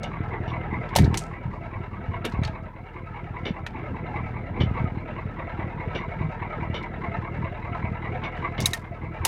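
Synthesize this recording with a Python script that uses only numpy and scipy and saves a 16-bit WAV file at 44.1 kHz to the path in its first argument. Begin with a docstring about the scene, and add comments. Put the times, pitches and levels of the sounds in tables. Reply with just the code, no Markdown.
"""A large eight-cylinder diesel idles, heard from the driver's seat through a hand-held microphone.
Each cylinder's combustion knock excites the block resonances in its own way, as gated noise; crank orders,
exhaust thumps, the strongest as rounded low cycles, and lumpy cab boom that jolts swell lie below it.
The column shift lever clunks through its detents: noise cracks with ringing modes and panel thuds.
The lever linkage ticks and loose trim knocks now and then."""
import sys
import numpy as np
from scipy import signal
from scipy.fft import rfft, irfft
from scipy.io import wavfile
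from scipy.ndimage import uniform_filter1d

SR = 44100
rng = np.random.default_rng(int(sys.argv[2]) if len(sys.argv) > 2 else 0)


def waveform_to_disk(signal):
    """Save audio, clipped to [-1, 1], as 16-bit WAV at the path in sys.argv[1]."""
    frames = np.transpose(np.atleast_2d(signal))
    scaled = np.clip(frames, -1, 1) * 32767
    samples = np.round(scaled).astype(np.int16)
    wavfile.write(sys.argv[1], SR, samples)


def level_to_linear(level):
    """Convert decibel levels to linear amplitude factors, elementwise."""
    exponent = np.asarray(level, float) / 20
    return 10 ** exponent


N = 408807
T = np.arange(N) / SR

# idle speed, sagging twice under load: (time [s], firing rate [firings per s])
IDLE_SPEED = [(0.0, 40.26), (2.01, 39.79), (2.37, 38.08), (3.27, 40.3), (4.6, 39.61), (4.75, 38.2),
              (5.0, 38.75), (6.66, 38.8), (8.05, 40.19), (9.27, 40.29)]
FIRST_FIRING, CYLINDERS = -0.36, 8  # starting phase [firings], number of cylinders
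# recorded level, which the recorder's automatic gain turns down after loud knocks: (time [s], level [dB])
RECORDED_LEVEL = [(0.0, -36.5), (0.7, -34.5), (1.03, -35), (1.26, -40), (1.57, -43), (2.43, -37),
                  (2.75, -46.5), (3.17, -40), (3.72, -42), (4.1, -37.5), (4.93, -39), (6.71, -36),
                  (7.0, -37.5), (8.52, -36), (8.85, -43), (9.27, -37.5)]
USUAL_LEVEL_DB = -38  # reference for the levels that move with the recorded level
HISS_DB, HISS_FOLLOWS = -75, 0.53  # valve hiss at the usual level [dB]; dB per dB of recorded level
BOOM_DB, BOOM_FOLLOWS = -37, 1  # cab boom likewise
# spectrum of the cab boom: (frequency [Hz], gain [dB])
BOOM_SPECTRUM = [(30, -31), (55, 4), (100, 4), (200, 3), (300, -3.5), (500, -11), (1000, -110)]
# jolts that swell the cab boom: (time of peak [s], peak level [dB], fall [dB per s])
JOLTS = [(1.02, -16, 95.5), (1.48, -31.5, 82), (2.371, -32, 54), (4.599, -27.5, 37.5), (5.849, -35.5, 47),
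         (8.601, -28.5, 107.5)]
JOLT_RISE_DB_PER_S = 295
# the strongest of the uneven low thumps: (time of peak [s], peak level [dB], frequency [Hz])
STRONG_THUMPS = [(1.459, -20, 141), (1.762, -24.5, 98), (2.092, -19.5, 90), (2.163, -25, 103),
                 (2.383, -28, 72), (2.463, -20, 111), (3.509, -18.5, 188), (4.262, -23, 104.6),
                 (4.678, -21.5, 70), (4.806, -19, 141), (5.769, -24, 152), (9.211, -21.5, 86)]
THUMP_SWELL_CYCLES = 0.67  # from onset to peak
# ticks of the lever linkage: (time [s], rms level before the decay [dB], frequency [Hz])
TICKS = [(0.889, -49.5, 3370), (1.0428, -37, 4040), (1.22, -53.5, 8000), (2.32, -48, 4000),
         (4.779, -62, 3970), (6.826, -48.5, 3300), (8.619, -34.5, 5800)]
TICK_T60_S = 0.075
# trim rattles: (time [s], level of the driving taps [dB], time to fall by 14 dB [s])
RATTLES = [(0.03, -36.5, 0.059), (0.478, -37, 0.055), (2.247, -24, 0.035), (3.4548, -28, 0.059),
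           (4.6052, -25.5, 0.048), (5.9507, -28, 0.049), (6.745, -28.5, 0.06), (8.2383, -33, 0.05),
           (8.58, -29, 0.063)]
# trim modes: (frequency [Hz], width [Hz], level [dB])
TRIM_MODES = [(550, 460, -3), (2206, 220, -8.5), (2880, 330, -9.5), (3600, 350, -17.5), (5710, 300, -29)]
# lever knocks: (time [s], crack rms before the decay [dB], frequency that rings most [Hz],
# tilt above it [dB per octave], ring level re the crack [dB])
KNOCKS = [(0.0328, -40.5, 5550, -21, 2.5), (0.9536, -30, 3600, -10, -13), (0.9614, -15, 3680, -5.5, -16),
          (0.9864, -26, 2175, -7, 11), (1.143, -27, 2276, -11, -18), (1.1736, -23.5, 8120, -26, -12.5),
          (2.251, -31.5, 2200, -5.5, -9), (2.4345, -32.5, 2320, -16, 10), (2.449, -33, 4430, -27, -8),
          (2.4728, -38, 3340, -17.5, -1.5), (3.6645, -32, 2400, -15, 7), (8.6039, -29, 4230, -6.5, -7.5),
          (8.6574, -19.5, 4070, -2, 12.5), (8.7333, -25.5, 1970, -3.5, 19), (9.2503, -15.5, 2280, -1, -10)]
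CRACK_T60_S = 0.058
# lever modes: (frequency [Hz], level [dB], T60 of the exponential decay [s])
LEVER_MODES = [(1836, -16, 0.04), (3813, -2.5, 0.0082), (6425, -5, 0.018), (8900, -12, 0.013),
               (10800, -21.5, .03)]
# panel thuds under the hardest lever blows: (time [s], level [dB], frequency that rings most [Hz])
THUDS = [(0.958, -6.5, 666), (0.983, -14.5, 724), (0.992, -12.5, 193.7), (9.254, -18, 905)]
# dash panel modes: (frequency [Hz], T60 [s])
PANEL_MODES = [(195, 0.2), (570, 0.032), (728, 0.03), (910, 0.049)]
# relative exhaust thump of cylinders 1-8: level [dB]
THUMP_CYLINDER_DB = [-6.5, -8.5, 2.5, -4.5, 3, -10.5, 2, 5]
THUMP_LAG = 0.9  # behind the firing [firings]
# floor-pan modes: (frequency [Hz], width [Hz], level [dB])
FLOOR_PAN_MODES = [(58.6, 40, -2.5), (94.6, 37, 1.5), (119.8, 26, -5), (140, 128, -8)]
# crank orders: (multiple of the four-stroke cycle rate [1], relative level [dB])
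CRANK_ORDERS = [(16, -13.5), (24, -7.5), (32, -1)]
# block resonances: (frequency [Hz], width [Hz], drive by each of cylinders 1-8 [dB])
BLOCK_MODES = [(338.2, 32, -13.5, -11.5, 2.5, 13.5, 20.5, -26.5, 13, 16.5),
               (469, 88, 1, -0.5, -1, -1, -8, 5, -14, 1.5), (677.5, 104, 7, 8.5, 2, -4, -6.5, 8.5, 5, -2.5),
               (905, 112.5, -9, 5, 5, -6.5, 6, 4.5, 1, -18),
               (1044, 140, -2.5, 0, 5, -7, 15.5, 21.5, 15.5, -17),
               (1307, 62.6, 21, 20, 5, 14.5, -32, -11, 17, -3.5),
               (1726, 160, 5, 10, 12, 5.5, 8.5, 11, -4, -15),
               (2117, 216, 13.5, 11.5, 7, -2, 13.5, 20, 12.5, 5.5),
               (2558, 347, 12.5, 13, 11.5, 4, 9.5, 17, 5, -0.5),
               (3852, 244, -8.5, 12, -0.5, 2.5, 7.5, 12, -8.5, 6.5)]
# relative strength of each block resonance: level [dB]
BLOCK_MODE_DB = [-2.5, -2, 0, 0, 0.5, -4.5, -10.5, -2, -12, -26]
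BRIGHTER_DB_PER_S = 0.2636  # gain of the block resonances above 1.5 kHz relative to the lower ones
# spectrum of the broad clatter between the resonances: (frequency [Hz], gain [dB])
CLATTER_SPECTRUM = [(200, -15), (330, -4), (1000, 3), (1600, 12.5), (2200, -1), (3500, -7.5), (6000, -63.5)]
# spectrum of the valve hiss: (frequency [Hz], gain [dB])
HISS_SPECTRUM = [(1800, -41), (2900, -14.5), (4400, -5), (8200, -20.5), (14000, -55)]
SELF_NOISE_DB = -81.5  # rms of the microphone's own noise


def evened(x):
    """Normalization: scales to rms 1."""
    return x / np.sqrt(np.mean(x ** 2) + 1e-20)


def curve(rows):
    """Linear interpolation: joins the second column of a table over time."""
    rows = np.array(rows)
    return np.interp(T, rows[:, 0], rows[:, 1])


def colour(x, points):
    """Spectral shaping: multiplies the Fourier spectrum by a gain joined over log frequency."""
    f, db = np.transpose(points)
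    hz = np.fft.rfftfreq(len(x), 1 / SR)
    gain = level_to_linear(np.interp(np.log(hz + 1), np.log(f + 1), db))
    return irfft(rfft(x) * gain, len(x))


def resonate(x, hz, width):
    """Resonance by heterodyning: shifts hz to zero, smooths there and shifts back, with gain 1 at hz."""
    carrier = np.exp(2j * np.pi * np.cumsum(hz * np.ones(N)) / SR)
    r = np.exp(-np.pi * width / SR)
    smooth = x * carrier.conj()
    for _ in range(2):  # twice: steep skirts
        smooth = signal.lfilter([1 - r], [1, -r], smooth)
    return 2 * (carrier * smooth).real


def wander(per_s):
    """Slow random modulation of rms 1: straight lines between random knots, per_s knots a second."""
    knots = np.arange(0, T[-1] + 1, 1 / per_s)
    return evened(np.interp(T, knots, rng.standard_normal(1000)[:len(knots)]))


def add(mix, s, sound):
    """Superposition: adds a sound to the mix from time s [s]."""
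    part = mix[round(s * SR):][:len(sound)]
    part += sound[:len(part)]


def follow(usual_db, share):
    """Proportional level: departs from usual_db by a share of the recorded level's departure [dB]."""
    return usual_db + share * (curve(RECORDED_LEVEL) - USUAL_LEVEL_DB)


def boom_level():
    """Power summation: boom [dB] rises and falls with the recorded level; jolts add brief power to it."""
    power = level_to_linear(2 * follow(BOOM_DB, BOOM_FOLLOWS))  # under the same automatic gain
    for s, db, fall_db in JOLTS:
        after = T - s
        jolt_db = db + np.minimum(JOLT_RISE_DB_PER_S * after, -fall_db * after)
        power = power + level_to_linear(2 * jolt_db)
    return 10 * np.log10(power)


def boom(boom_db):
    """Random vibration: low noise of uneven strength shakes the cab panels."""
    lumps = level_to_linear(4 * wander(24)) * rng.standard_normal(N)
    return level_to_linear(boom_db - 3.5) * evened(colour(lumps, BOOM_SPECTRUM))


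def ticks():
    """Damped impact: short dry contacts of the lever linkage, noise broad around one pitch."""
    out, t = np.zeros(N), T[:SR // 10]
    for s, db, hz in TICKS:
        noise = evened(colour(rng.standard_normal(len(t)), [(hz / 3, -25), (hz, 0), (16000, -40)]))
        add(out, s, level_to_linear(db - 60 * t / TICK_T60_S) * np.minimum(t / 0.0018, 1) * noise)
    return out


def rattles():
    """Forced vibration: uneven taps ring the modes of loose trim, keep up, then stop quickly."""
    drive, t = np.zeros(N), T[:SR // 3]
    for s, db, length in RATTLES:
        unevenness = level_to_linear(2 * evened(uniform_filter1d(rng.standard_normal(len(t)), 90)))
        taps = rng.standard_normal(len(t)) * unevenness
        envelope = level_to_linear(np.maximum(db - 14 * (t / length) ** 2, -120)) * np.minimum(t / 0.0024, 1)
        add(drive, s - 0.003, envelope * taps)
    contact = evened(colour(drive, [(300, 2.5), (3400, -3), (7000, -32), (9500, -73)]))
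    out = level_to_linear(-4.5) * contact * np.std(drive)  # dull contact noise
    for hz, width, db in TRIM_MODES:
        level = level_to_linear(db + 2 * wander(3)) * np.sqrt(SR / width / 4)
        mode_hz = hz + 0.25 * width * wander(3)  # the pitch wanders slowly a little
        out = out + level * resonate(drive, mode_hz, width)
    return out


def lever_ring(t, near_hz):
    """Modal excitation: the lever modes near the pitch of the spot struck ring most."""
    ring = 0
    for hz, mode_db, t60 in LEVER_MODES:
        near_db = -12 * abs(np.log2(hz / near_hz))
        # builds while the parts stay in contact
        swell = (t / t60 * 18) * level_to_linear(mode_db + near_db - 60 * t / t60)
        ring += swell * np.sin(2 * np.pi * (hz * t + rng.random()))
    return ring


def lever_knocks():
    """Impact and reverberation: each blow is a noise crack with ringing modes and a short cab tail."""
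    out, t = np.zeros(N), T[:SR // 3]
    for s, db, near_hz, tilt_db, ring_db in KNOCKS:
        top_db = tilt_db * np.log2(12000 / near_hz)
        shape = [(400, -35), (near_hz * 0.29, -6), (near_hz, 0), (12000, top_db), (16000, top_db - 13)]
        noise = evened(colour(rng.standard_normal(len(t)), shape))
        # the parts bounce on each other
        chatter = level_to_linear(2 * evened(uniform_filter1d(rng.standard_normal(len(t)), 150)))
        crack = noise * chatter * level_to_linear(-60 * t / CRACK_T60_S) * np.minimum(t / 0.000056, 1)
        duller = evened(colour(noise[::-1], [(5000, 1.5), (15000, -5)]))
        tail = level_to_linear(-19.5 - 60 * t / 0.24) * duller * chatter[::-1] ** 2  # rattling
        add(out, s, level_to_linear(db) * (crack + tail + level_to_linear(ring_db) * lever_ring(t, near_hz)))
    return out


def panel_thuds():
    """Modal decay: the hardest lever blows ring the dash panel, most in modes near one pitch."""
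    out, t = np.zeros(N), T[:SR // 3]
    for s, db, near_hz in THUDS:
        for hz, t60 in PANEL_MODES:
            mode_db = db - 10.43 * abs(np.log2(hz / near_hz))
            envelope = level_to_linear(mode_db - 60 * t / t60) * np.minimum(t / 0.0023, 1)
            add(out, s, envelope * np.sin(2 * np.pi * (hz * t + rng.random())))
    return out


def strong_thumps():
    """Transient response: the strongest of the uneven low thumps, each a few rounded cycles."""
    out, t = np.zeros(N), T[:SR // 5]
    for s, db, hz in STRONG_THUMPS:
        swell = t * hz / THUMP_SWELL_CYCLES
        envelope = swell * np.exp(1 - swell)  # peaks at 1
        tone = np.sin(2 * np.pi * (hz * t + rng.random()))
        add(out, s - THUMP_SWELL_CYCLES / hz, level_to_linear(db) * envelope * tone)
    return out


def thumps(firings, boom_db):
    """Impulse response: exhaust pulses knock the floor pan, some cylinders much harder than others."""
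    count = np.floor(firings - THUMP_LAG).astype(int)
    chance_db = 4.5 * np.clip(rng.standard_normal(500), -3, 1)[count]
    size = level_to_linear(np.asarray(THUMP_CYLINDER_DB)[count % CYLINDERS] + chance_db)
    pulses = np.diff(count, prepend=count[0]) * size
    ring = sum(level_to_linear(db) * resonate(pulses, hz, width) for hz, width, db in FLOOR_PAN_MODES)
    # the pan is too small to radiate deep bass
    return level_to_linear(boom_db) * evened(colour(ring, [(25, -30), (55, -1)]))


def orders(firings, boom_db):
    """Harmonic series: the steady firing tone and its wavering multiples swell with the cab boom."""
    multiples = np.zeros(N)
    for k, db in CRANK_ORDERS:
        cycles = k * firings / CYLINDERS + 0.07 * wander(6)
        multiples += level_to_linear(db + 6 * wander(12)) * np.cos(2 * np.pi * cycles)
    firing_tone = level_to_linear(0.64 * boom_db - 16) * np.cos(2 * np.pi * firings)
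    return firing_tone + level_to_linear(boom_db - 10) * evened(multiples)


def bursts(firings, cylinder_db, spread_db, floor_db):
    """Amplitude modulation: combustion gates noise; each firing swells softly and dies into the next."""
    count = np.floor(firings + 0.2).astype(int)
    size_db = np.asarray(cylinder_db)[count % CYLINDERS] + spread_db * rng.standard_normal(500)[count]
    start = np.diff(count, prepend=count[0]) * level_to_linear(size_db)
    gate = signal.lfilter([1], [1, -np.exp(-1 / (0.015 * SR))], start)
    gate = uniform_filter1d(gate, 640, origin=300)
    angle = (firings / CYLINDERS % 1 * 8900).astype(int)
    habit = rng.standard_normal(8900)[angle]  # the same parts strike at the same crank angle every cycle
    noise = 0.6 * habit + 0.8 * rng.standard_normal(N)
    return (gate + level_to_linear(floor_db)) * noise


def block_rings(firings):
    """Resonance: each cylinder's knock drives every mode of block and firewall by its own amount."""
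    rings = 0
    for (hz, width, *cylinder_db), db in zip(BLOCK_MODES, BLOCK_MODE_DB):
        for side in (-1, 1):  # each resonance is a close pair of narrower modes
            drive = bursts(firings, cylinder_db, spread_db=2.5, floor_db=-26)
            # the pitch of each mode wanders slowly a little
            mode_hz = hz + width * (0.43 * side + 0.21 * wander(15))
            level_db = db + BRIGHTER_DB_PER_S * T * (hz > 1500) + 1.5 * wander(7)
            rings = rings + level_to_linear(level_db) * evened(resonate(drive, mode_hz, 0.75 * width))
    return evened(rings)


def clatter(firings):
    """Source and filter: combustion knock rings the block, with broad clatter and valve hiss between."""
    rings = block_rings(firings)
    mean_db = np.mean(np.array(BLOCK_MODES)[:, 2:], axis=0)  # average drive by each cylinder
    broad = evened(colour(bursts(firings, mean_db, spread_db=3, floor_db=-20), CLATTER_SPECTRUM))
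    hiss = evened(colour(bursts(firings, mean_db, spread_db=3.5, floor_db=-14), HISS_SPECTRUM))
    body = level_to_linear(curve(RECORDED_LEVEL)) * (rings + level_to_linear(-12) * broad)
    uneven = level_to_linear(1.3 * wander(12))
    return uneven * (body + level_to_linear(follow(HISS_DB, HISS_FOLLOWS)) * hiss)


def scene():
    """Superposition of cab, trim, lever and engine at the seat; one firing count drives the engine."""
    firings = FIRST_FIRING + np.cumsum(curve(IDLE_SPEED)) / SR
    boom_db = boom_level()
    thump_db = boom_db + 1.5 + 2.5 * wander(10)  # the thumps come in lumps
    cab = boom(boom_db) + rattles()
    lever = ticks() + lever_knocks() + panel_thuds()
    exhaust = strong_thumps() + thumps(firings, thump_db)
    engine = orders(firings, boom_db) + clatter(firings)
    return (cab + lever + exhaust + engine)[None]


def top_cut(x):
    """Nothing passes above the cut-off."""
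    return signal.sosfilt(signal.butter(12, 16640, fs=SR, output="sos"), x)


def record(dry):
    """Additive noise: the microphone's self-noise is white and independent of the sound."""
    mix = dry + level_to_linear(SELF_NOISE_DB) * rng.standard_normal(dry.shape)
    return top_cut(mix)


dry = scene()
out = record(dry)
waveform_to_disk(out)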